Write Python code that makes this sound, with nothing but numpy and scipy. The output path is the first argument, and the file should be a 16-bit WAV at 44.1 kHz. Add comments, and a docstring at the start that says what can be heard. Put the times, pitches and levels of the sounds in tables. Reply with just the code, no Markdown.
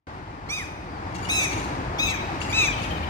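"""A lawn beside a building, two spaced microphones: one flying gull gives four clear arched squawks.
Each is a stack of gliding overtones, thrown back by the ground and by a wall the bird is nearing.
Two other gulls chuckle further off to the left, in short notes shaped by throat resonances.
A small bird peeps far off as gliding sines, and grass ticks as tiny decaying sines.
Road traffic, shaped noise, swells behind; walls and trees add a sparse scattered tail to the gulls."""
import sys
import numpy as np
from scipy import signal
from scipy.fft import rfft, irfft
from scipy.io import wavfile
from scipy.ndimage import uniform_filter1d

SR = 44100
rng = np.random.default_rng(int(sys.argv[2]) if len(sys.argv) > 2 else 0)


def magnitude_from_level(level_db):
    """Linear magnitude for a level in decibels (20 dB per decade)."""
    exponent = np.asarray(level_db, float) / 20
    return 10 ** exponent


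def unload_wav(signal):
    """Save mono or channel-first audio to the path in sys.argv[1] as 16-bit WAV at rate SR, clipped to [-1, 1]."""
    wavfile.write(
        sys.argv[1],
        SR,
        np.round(np.clip(np.atleast_2d(signal).T, -1, 1) * 32767).astype(np.int16),
    )


N = 136269
T = np.arange(N) / SR

# The flying gull's four pitch arches. Each row: time in seconds, pitch in Hz, relative level in dB.
SQUAWK_CURVES = [
    [(.486, 1003, -52), (.496, 1105, -36), (.513, 1186, -34.5), (.535, 1239, -33), (.551, 1267, -37),
     (.575, 1239, -38), (.595, 1089, -37.5), (.617, 958, -42), (.642, 780, -51)],
    [(1.287, 1044, -38), (1.3, 1247, -28), (1.312, 1280, -28.5), (1.345, 1328, -29), (1.376, 1265, -28),
     (1.42, 1181, -30), (1.444, 1136, -29.5), (1.456, 1027, -36), (1.47, 843, -38)],
    [(1.979, 1026, -62), (1.986, 1095, -35.5), (2.0, 1241, -27), (2.016, 1277, -31.5), (2.035, 1296, -26.5),
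     (2.062, 1248, -32.5), (2.096, 1154, -32.5), (2.122, 1030, -36.5), (2.15, 820, -37.5)],
    [(2.518, 865, -51), (2.53, 1187, -29.5), (2.546, 1285, -30.5), (2.578, 1314, -26), (2.604, 1281, -25),
     (2.642, 1184, -25), (2.664, 1127, -29), (2.678, 934, -45), (2.69, 790, -37)],
]
# Overtones 1-12 of each squawk as the bird turns. Each pair of rows: left microphone, then right, in dB.
SQUAWK_OVERTONES = [
    [(-14, -2, -10, -15, -22, -31, -35, -38, -35, -36, -37, -37),
     (-22, 0, -8, -11, -12, -19, -21, -28, -28, -31, -37, -41)],
    [(-18, 0, -6, -17, -16, -23, -38, -32, -33, -29, -26, -32),
     (-23, -2, -14, -17, -7, -16, -17, -27, -30, -31, -37, -46)],
    [(-17, 0, -3, -16, -18, -22, -40, -46, -38, -33, -28, -33),
     (-22, -5, -8, -16, -13, -22, -29, -47, -38, -35, -37, -43)],
    [(-19, 0, -6, -18, -19, -21, -37, -43, -41, -42, -38, -43),
     (-23, -1, -16, -19, -15, -28, -31, -42, -42, -42, -46, -50)],
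]
# How much later each squawk reaches the right microphone. Each entry: lag in ms.
RIGHT_LAGS = [.13, .195, .185, .115]
# The longer way off the ground. Each entry: extra travel time of one squawk in ms.
GROUND_PATHS = [1.583, 1.3, 1.111, 1.557]
# Wall echo of each squawk. Each row: level at the left microphone in dB, level at the right in dB.
WALL_LEVELS = [(-10, -13.5), (-8, -14), (-4.5, -8.5), (-5, -8)]
# The longer way off the wall. Each row: time in seconds, extra travel time in ms.
WALL_PATHS = [(.55, 74), (1.4, 79), (2.05, 70), (2.3, 63), (2.75, 55)]
# What the wall does to the tone. Each row: frequency in Hz, gain in dB.
WALL_TONE = [(2500, -1), (3900, -9), (5200, -3.5), (6700, 5.5), (12000, 3.5)]
# Nearer chuckling gull. Each row: start in seconds, length in seconds, relative level in dB, top pitch in Hz,
# length of the squeaky start in seconds.
NEAR_CHUCKLE = [(1.143, 0.029, -47.5, 556.5, 0.0083), (1.225, 0.038, -47, 580, 0.022),
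                (1.509, 0.038, -44, 555, 0.019), (1.575, 0.035, -46.5, 566, 0.02),
                (1.626, 0.031, -51.5, 543, 0.017), (2.403, 0.037, -44.5, 562, 0.0123),
                (2.496, 0.025, -40.5, 585, 0.02), (2.814, 0.036, -46.5, 562, 0.017)]
# Overtones of the squeaky start. Each row: multiple of the pitch, level in dB.
SQUEAK_OVERTONES = [(4, -2), (8, -9.5), (12, -8), (16, -16), (20, -22)]
# Throat of the nearer chuckler. Each row: frequency in Hz, gain in dB.
NEAR_THROAT = [(500, -15), (2200, -17), (2800, 1.5), (3400, -9.5), (4500, -9.5), (6700, -11.5),
               (9000, -19.5), (15000, -39)]
# Far chuckling gull. Each row: start in seconds, length in seconds, relative level in dB, top pitch in Hz.
FAR_CHUCKLE = [(2.724, 0.027, -44, 626), (2.781, 0.034, -45, 606), (2.845, 0.024, -45, 637),
               (2.901, 0.028, -45, 628), (2.957, .03, -47, 611), (3.027, 0.024, -49, 595),
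               (3.07, 0.024, -53.5, 558)]
# Throat of the far chuckler. Each row: frequency in Hz, gain in dB.
DISTANT_THROAT = [(600, -7.5), (1800, -17), (2450, -3), (3050, -3.5), (3700, -10), (4400, -18.5),
                  (7000, -37.5)]
# Scatter off walls and trees. Each row: frequency in Hz, time to fall by 60 dB in seconds.
YARD_DECAY = [(1000, 2.9), (2500, 1.05), (5300, 0.93), (12000, 1.08)]
# Small bird far off. Each row: time in seconds, pitch in Hz, relative level in dB.
PEEP_CURVE = [(0.89, 4710, -69), (0.938, 4840, -66), (0.99, 4320, -67)]
# Grass ticks. Each row: start in seconds, starting level in dB.
GRASS_TICKS = [(2.9112, -47), (2.9195, -45), (2.937, -46), (2.9534, -48), (3.0402, -45)]
# Tone of the road. Each row: frequency in Hz, relative level per Hz in dB.
ROAD_TONE = [(25, -26), (64, 14), (102, -7), (166, -6), (242, -11.5), (317, -5.5), (384, -13.5), (591, -15),
             (840, -9), (1400, -17), (1890, -20), (3520, -33), (4740, -34), (16000, -65.5)]
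# Traffic coming nearer. Each row: time in seconds, relative roar level in dB, rumble lift over the roar in dB,
# hiss lift over the roar in dB.
TRAFFIC_SWELL = [(.08, -41.5, -1.5, 0.5), (.75, -40, -2, -2.5), (1.15, -35.5, -3, 0.5),
                 (1.6, -32.5, -1, 0.5), (2.05, -33, -1.5, -0.5), (2.6, -33.5, -1.5, 6), (3.08, -33.5, 2, 1)]
# How alike the road is at both microphones. Each row: frequency in Hz, likeness from 0 to 1.
ROAD_LIKENESS = [(60, 0.95), (300, 0.97), (700, 0.71), (1400, 0.44), (3000, 0.23), (8000, 0.043),
                 (15000, 0.099)]
# Which side the road leans to. Each row: frequency in Hz, left over right in dB.
ROAD_LEAN = [(60, -1.5), (110, 3), (250, -0.5), (700, 3), (1290, 3), (2380, 4), (4400, 1.5), (8120, -3.5),
             (15000, -2)]

# squawk voice: RASP in radians per overtone number, wanders in dB rms for overtone 1
RASP, WANDER_DB, WALL_WANDER_DB = .05, 1.4, 2.2
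FADE_DB = 18  # overtones fade per octave above the second, per octave the pitch sinks
THROAT_HZ, THROAT_WIDTH_HZ, THROAT_DB = 5800, 350, 7  # lifts whichever overtone glides through it
BREATH_DB = -29  # air noise against the level curve
GROUND_DB, GROUND_HZ, WALL_LAG_MS = -6, 4000, 0.281
# chuckle notes: rasps in radians per overtone number before the squeak scaling
NOTE_RASP, FAR_RASP = .075, .15
NOTE_RISE_S, NOTE_ARCH, NOTE_FADE_DB, NOTE_HISS_DB = 0.0036, 0.019, -6, -32
NOTE_PAN_DB, FAR_PAN_DB, NOTE_LAG_MS = 17, 23.5, 0.286  # left over right; right is later
NOTE_ECHO_MS, NOTE_ECHO_DB = 34, -9.5
# scatter: sends in dB; extra treble from nearby leaves, full above THROAT_HZ, and its time constant
YARD_DB, NOTE_YARD_DB, FAR_YARD_DB, NEAR_DB, NEAR_S = -5, 4, 4.5, 6.5, 0.16
START_S, LOW_CUT_HZ = .069, 43.6


def evened(x):
    """Scales a signal to rms 1."""
    return x / np.sqrt(np.mean(x ** 2) + 1e-20)


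def read(points, hz):
    """Reads a table of (Hz, value) along a logarithmic frequency scale."""
    f, value = np.transpose(points)
    return np.interp(np.log(hz + 1), np.log(f + 1), value)


def slow(shape, seconds):
    """Chance smoothed along the last axis, rms 1."""
    width = max(round(seconds * SR), 2)
    once = uniform_filter1d(rng.standard_normal(shape), width)
    return evened(uniform_filter1d(once, width))


def late(x, ms):
    """Delays by travel time, to a fraction of a sample, by turning phases."""
    hz = np.fft.rfftfreq(N, 1 / SR)
    return irfft(rfft(x) * np.exp(-2j * np.pi * hz * ms / 1000), N)


def squawk(mix, wet, curve, overtones, lag_ms, ground_ms, wall):
    """A clean stack of gliding overtones reaches each microphone directly, off the ground and off the wall."""
    s, pitch, level_db = np.transpose(curve)
    ears_db = np.array(overtones)[:, :, None]
    both_db = ears_db.max(0)
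    k = np.arange(1, ears_db.shape[1] + 1)[:, None]
    a, b = round(s[0] * SR), round((s[-1] + .1) * SR)  # room for the echoes
    t = T[a:b]
    hz = np.interp(t, s, pitch)
    turns = np.cumsum(uniform_filter1d(hz, 200)) / SR
    husk = RASP * k * slow((len(k), b - a), .0008)

    def heard(ms, colour_db, wander_db=WANDER_DB * np.sqrt(k)):
        """The voice after a travel time, its overtones wandering in level."""
        at = t - ms / 1000
        then_hz = np.interp(at, t, hz)
        db = np.interp(at, s, level_db, -200, -200)
        sunk = np.log2(then_hz / pitch.max()) * (at > s[3])  # octaves, from the fourth point on
        db = db + FADE_DB * np.log2(np.maximum(k / 2, 1)) * sunk
        db = db + THROAT_DB * np.exp(-((k * then_hz - THROAT_HZ) / THROAT_WIDTH_HZ) ** 2)
        size = magnitude_from_level(db + colour_db + wander_db * slow(husk.shape, 0.011) + 6.5)
        size = size * (k * hz < SR / 2.6)
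        wave = np.cos(2 * np.pi * k * np.interp(at, t, turns) + husk)
        return (size * wave).sum(0)

    far_ms = np.interp(t, *np.transpose(WALL_PATHS))
    wall_tone_db = read(WALL_TONE, k * np.interp(t - far_ms / 1000, s, pitch))
    ground_db = GROUND_DB - 10 * np.log10(1 + (GROUND_HZ / (k * hz)) ** 4)  # grass returns the treble best
    for ch in range(2):
        direct = heard(ch * lag_ms, ears_db[ch])
        ground = heard(ch * lag_ms + ground_ms, ears_db[ch] + ground_db)
        echo = heard(far_ms + ch * WALL_LAG_MS, both_db + wall[ch] + wall_tone_db,
                     WALL_WANDER_DB * np.sqrt(k))
        air = np.diff(rng.standard_normal(b - a + 1))
        air = magnitude_from_level(BREATH_DB + np.interp(t, s, level_db, -200, -200)) * air
        mix[ch, a:b] += direct + ground + echo + air
    wet[a:b] += heard(0, both_db)


def chuckle_note(start, length, level_db, pitch_hz, throat, rasp, squeak_s=0.):
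    """A full gruff stack under an arched pitch; a squeaky start sounds only every fourth overtone."""
    t = T[:round(length * SR)]
    hz = pitch_hz * (1 - NOTE_ARCH * (2 * t / length - 1) ** 2)
    turns = np.cumsum(hz) / SR
    k = np.arange(1, 27)[:, None]
    gruff = np.clip((t - squeak_s) / 0.00058, 0, 1) if squeak_s else 1
    squeak = sum(magnitude_from_level(db) * (k == m) for m, db in SQUEAK_OVERTONES)
    gruff_size = magnitude_from_level(read(throat, k * hz) + 4.2 * slow((len(k), len(t)), 0.0057))
    size = gruff * gruff_size + (1 - gruff) * squeak
    husk = rasp * (.2 + gruff) * k * slow(size.shape, .002)
    voice = (size * np.cos(2 * np.pi * k * turns + husk)).sum(0)
    # only notes with a squeaky start carry hiss
    voice += magnitude_from_level(NOTE_HISS_DB) * bool(squeak_s) * np.diff(rng.standard_normal(len(t) + 1))
    shape = np.minimum(np.minimum(t, length - t) / NOTE_RISE_S, 1)
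    shape = shape * magnitude_from_level(NOTE_FADE_DB * (t / length) ** 2)
    out, a = np.zeros(N), round(start * SR)
    out[a:a + len(t)] = (magnitude_from_level(level_db + 4.5) * shape * voice)[:N - a]
    return out


def yard(x):
    """Sparse random returns from walls and trees, the treble mostly dying first."""
    taps = np.zeros((2, SR))
    at = np.arange(400, SR - 20, 20) + rng.integers(0, 20, (2, (SR - 401) // 20))
    np.put_along_axis(taps, at, rng.choice([-1., 1.], at.shape), 1)
    hz, t, z = signal.stft(taps, SR, nperseg=256)
    leaves_db = NEAR_DB * np.exp(-t / NEAR_S) * np.minimum(hz / THROAT_HZ, 1)[:, None]
    decay_db = -60 * t / read(YARD_DECAY, hz)[:, None]
    tail = signal.istft(z * magnitude_from_level(leaves_db + decay_db), SR, nperseg=256)[1]
    return signal.fftconvolve(x[None], tail / np.linalg.norm(tail[0]), axes=1)[:, :N]


def peep():
    """A faint thin whistle, one gliding sine, stronger at the right microphone."""
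    s, hz, db = np.transpose(PEEP_CURVE)
    turns = np.cumsum(np.interp(T, s, hz)) / SR
    tone = magnitude_from_level(np.interp(T, s, db, -200, -200) + 7) * np.sin(2 * np.pi * turns)
    return tone * magnitude_from_level(np.array([[-4], [3]]))  # left, right


def ticks():
    """Tiny bright ticks in the grass: sines that fall by 60 dB in 2 ms."""
    out, t = np.zeros((2, N)), T[:60]
    for s, db in GRASS_TICKS:
        a = round(s * SR)
        hz = rng.uniform(12000, 14500, (2, 1))
        out[:, a:a + len(t)] += magnitude_from_level(db - 60 * t / .002) * np.sin(2 * np.pi * hz * t)
    return out


def traffic():
    """Noise roar, mostly from the left, with drifting patches; rumble and hiss swell in their own measure."""
    frames, hz = N // 256 + 5, np.fft.rfftfreq(1024, 1 / SR)
    a, b, c, d, patches = rng.standard_normal((frames, 513, 5)).T
    patches = evened(uniform_filter1d(uniform_filter1d(patches, 8, 0), 12, 1))
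    gusts = evened(uniform_filter1d(rng.standard_normal(frames), 6))
    t, f = np.arange(frames) * 256 / SR, hz[:, None]
    s, roar_db, rumble_db, hiss_db = np.transpose(TRAFFIC_SWELL)
    db = read(ROAD_TONE, f) + np.interp(t, s, roar_db)
    db = db + np.interp(t, s, rumble_db) / (1 + (f / 180) ** 2)
    db = db + np.interp(t, s, hiss_db) / (1 + (2500 / (f + 1)) ** 2)
    db = db + 0.44 * patches + 0.54 * gusts
    same, lean = np.clip(read(ROAD_LIKENESS, f), 0, 1), magnitude_from_level(read(ROAD_LEAN, f) / 2)
    left = a + 1j * b
    right = same * left + np.sqrt(1 - same ** 2) * (c + 1j * d)
    right = right * np.exp(-2j * np.pi * f * 0.38 / 1000)  # 0.38 ms later
    band = (hz > 200) & (hz < 1500)  # the tone is scaled by its power here
    band_size = np.sqrt((magnitude_from_level(read(ROAD_TONE, hz[band])) ** 2).sum())
    z = np.array([left * lean, right / lean]) * magnitude_from_level(db) / band_size
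    return magnitude_from_level(3.0) * signal.istft(z, nperseg=1024, noverlap=768)[1][:, :N]


def scene():
    """The flying gull, two chucklers to the left with one echo each, their scatter, and the background."""
    mix, wet = np.zeros((2, N)), np.zeros(N)
    for row in zip(SQUAWK_CURVES, SQUAWK_OVERTONES, RIGHT_LAGS, GROUND_PATHS, WALL_LEVELS):
        squawk(mix, wet, *row)
    near = sum(chuckle_note(*row[:4], NEAR_THROAT, NOTE_RASP, row[4]) for row in NEAR_CHUCKLE)
    far = sum(chuckle_note(*row, DISTANT_THROAT, FAR_RASP) for row in FAR_CHUCKLE)
    near = near + magnitude_from_level(NOTE_ECHO_DB) * late(near, NOTE_ECHO_MS)
    far = far + magnitude_from_level(NOTE_ECHO_DB) * late(far, NOTE_ECHO_MS)
    left = magnitude_from_level(NOTE_PAN_DB / 2) * near + magnitude_from_level(FAR_PAN_DB / 2) * far
    right = late(near / magnitude_from_level(NOTE_PAN_DB / 2) + far / magnitude_from_level(FAR_PAN_DB / 2), NOTE_LAG_MS)
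    tail = yard(magnitude_from_level(YARD_DB) * wet + magnitude_from_level(NOTE_YARD_DB) * near + magnitude_from_level(FAR_YARD_DB) * far)
    return mix + np.array([left, right]) + tail + peep() + ticks() + traffic()


def band_limit(x):
    """A steep low-pass at the top of the band."""
    return signal.sosfilt(signal.butter(12, 15900, fs=SR, output="sos"), x)


def record(dry):
    """The microphones cut the deepest bass and open after a short near-silence."""
    low_cut = signal.butter(4, LOW_CUT_HZ, "high", fs=SR, output="sos")
    opening = np.clip((T - START_S) / 0.00027, .006, 1)
    return band_limit(signal.sosfilt(low_cut, dry) * opening)


dry = scene()
out = record(dry)
unload_wav(out)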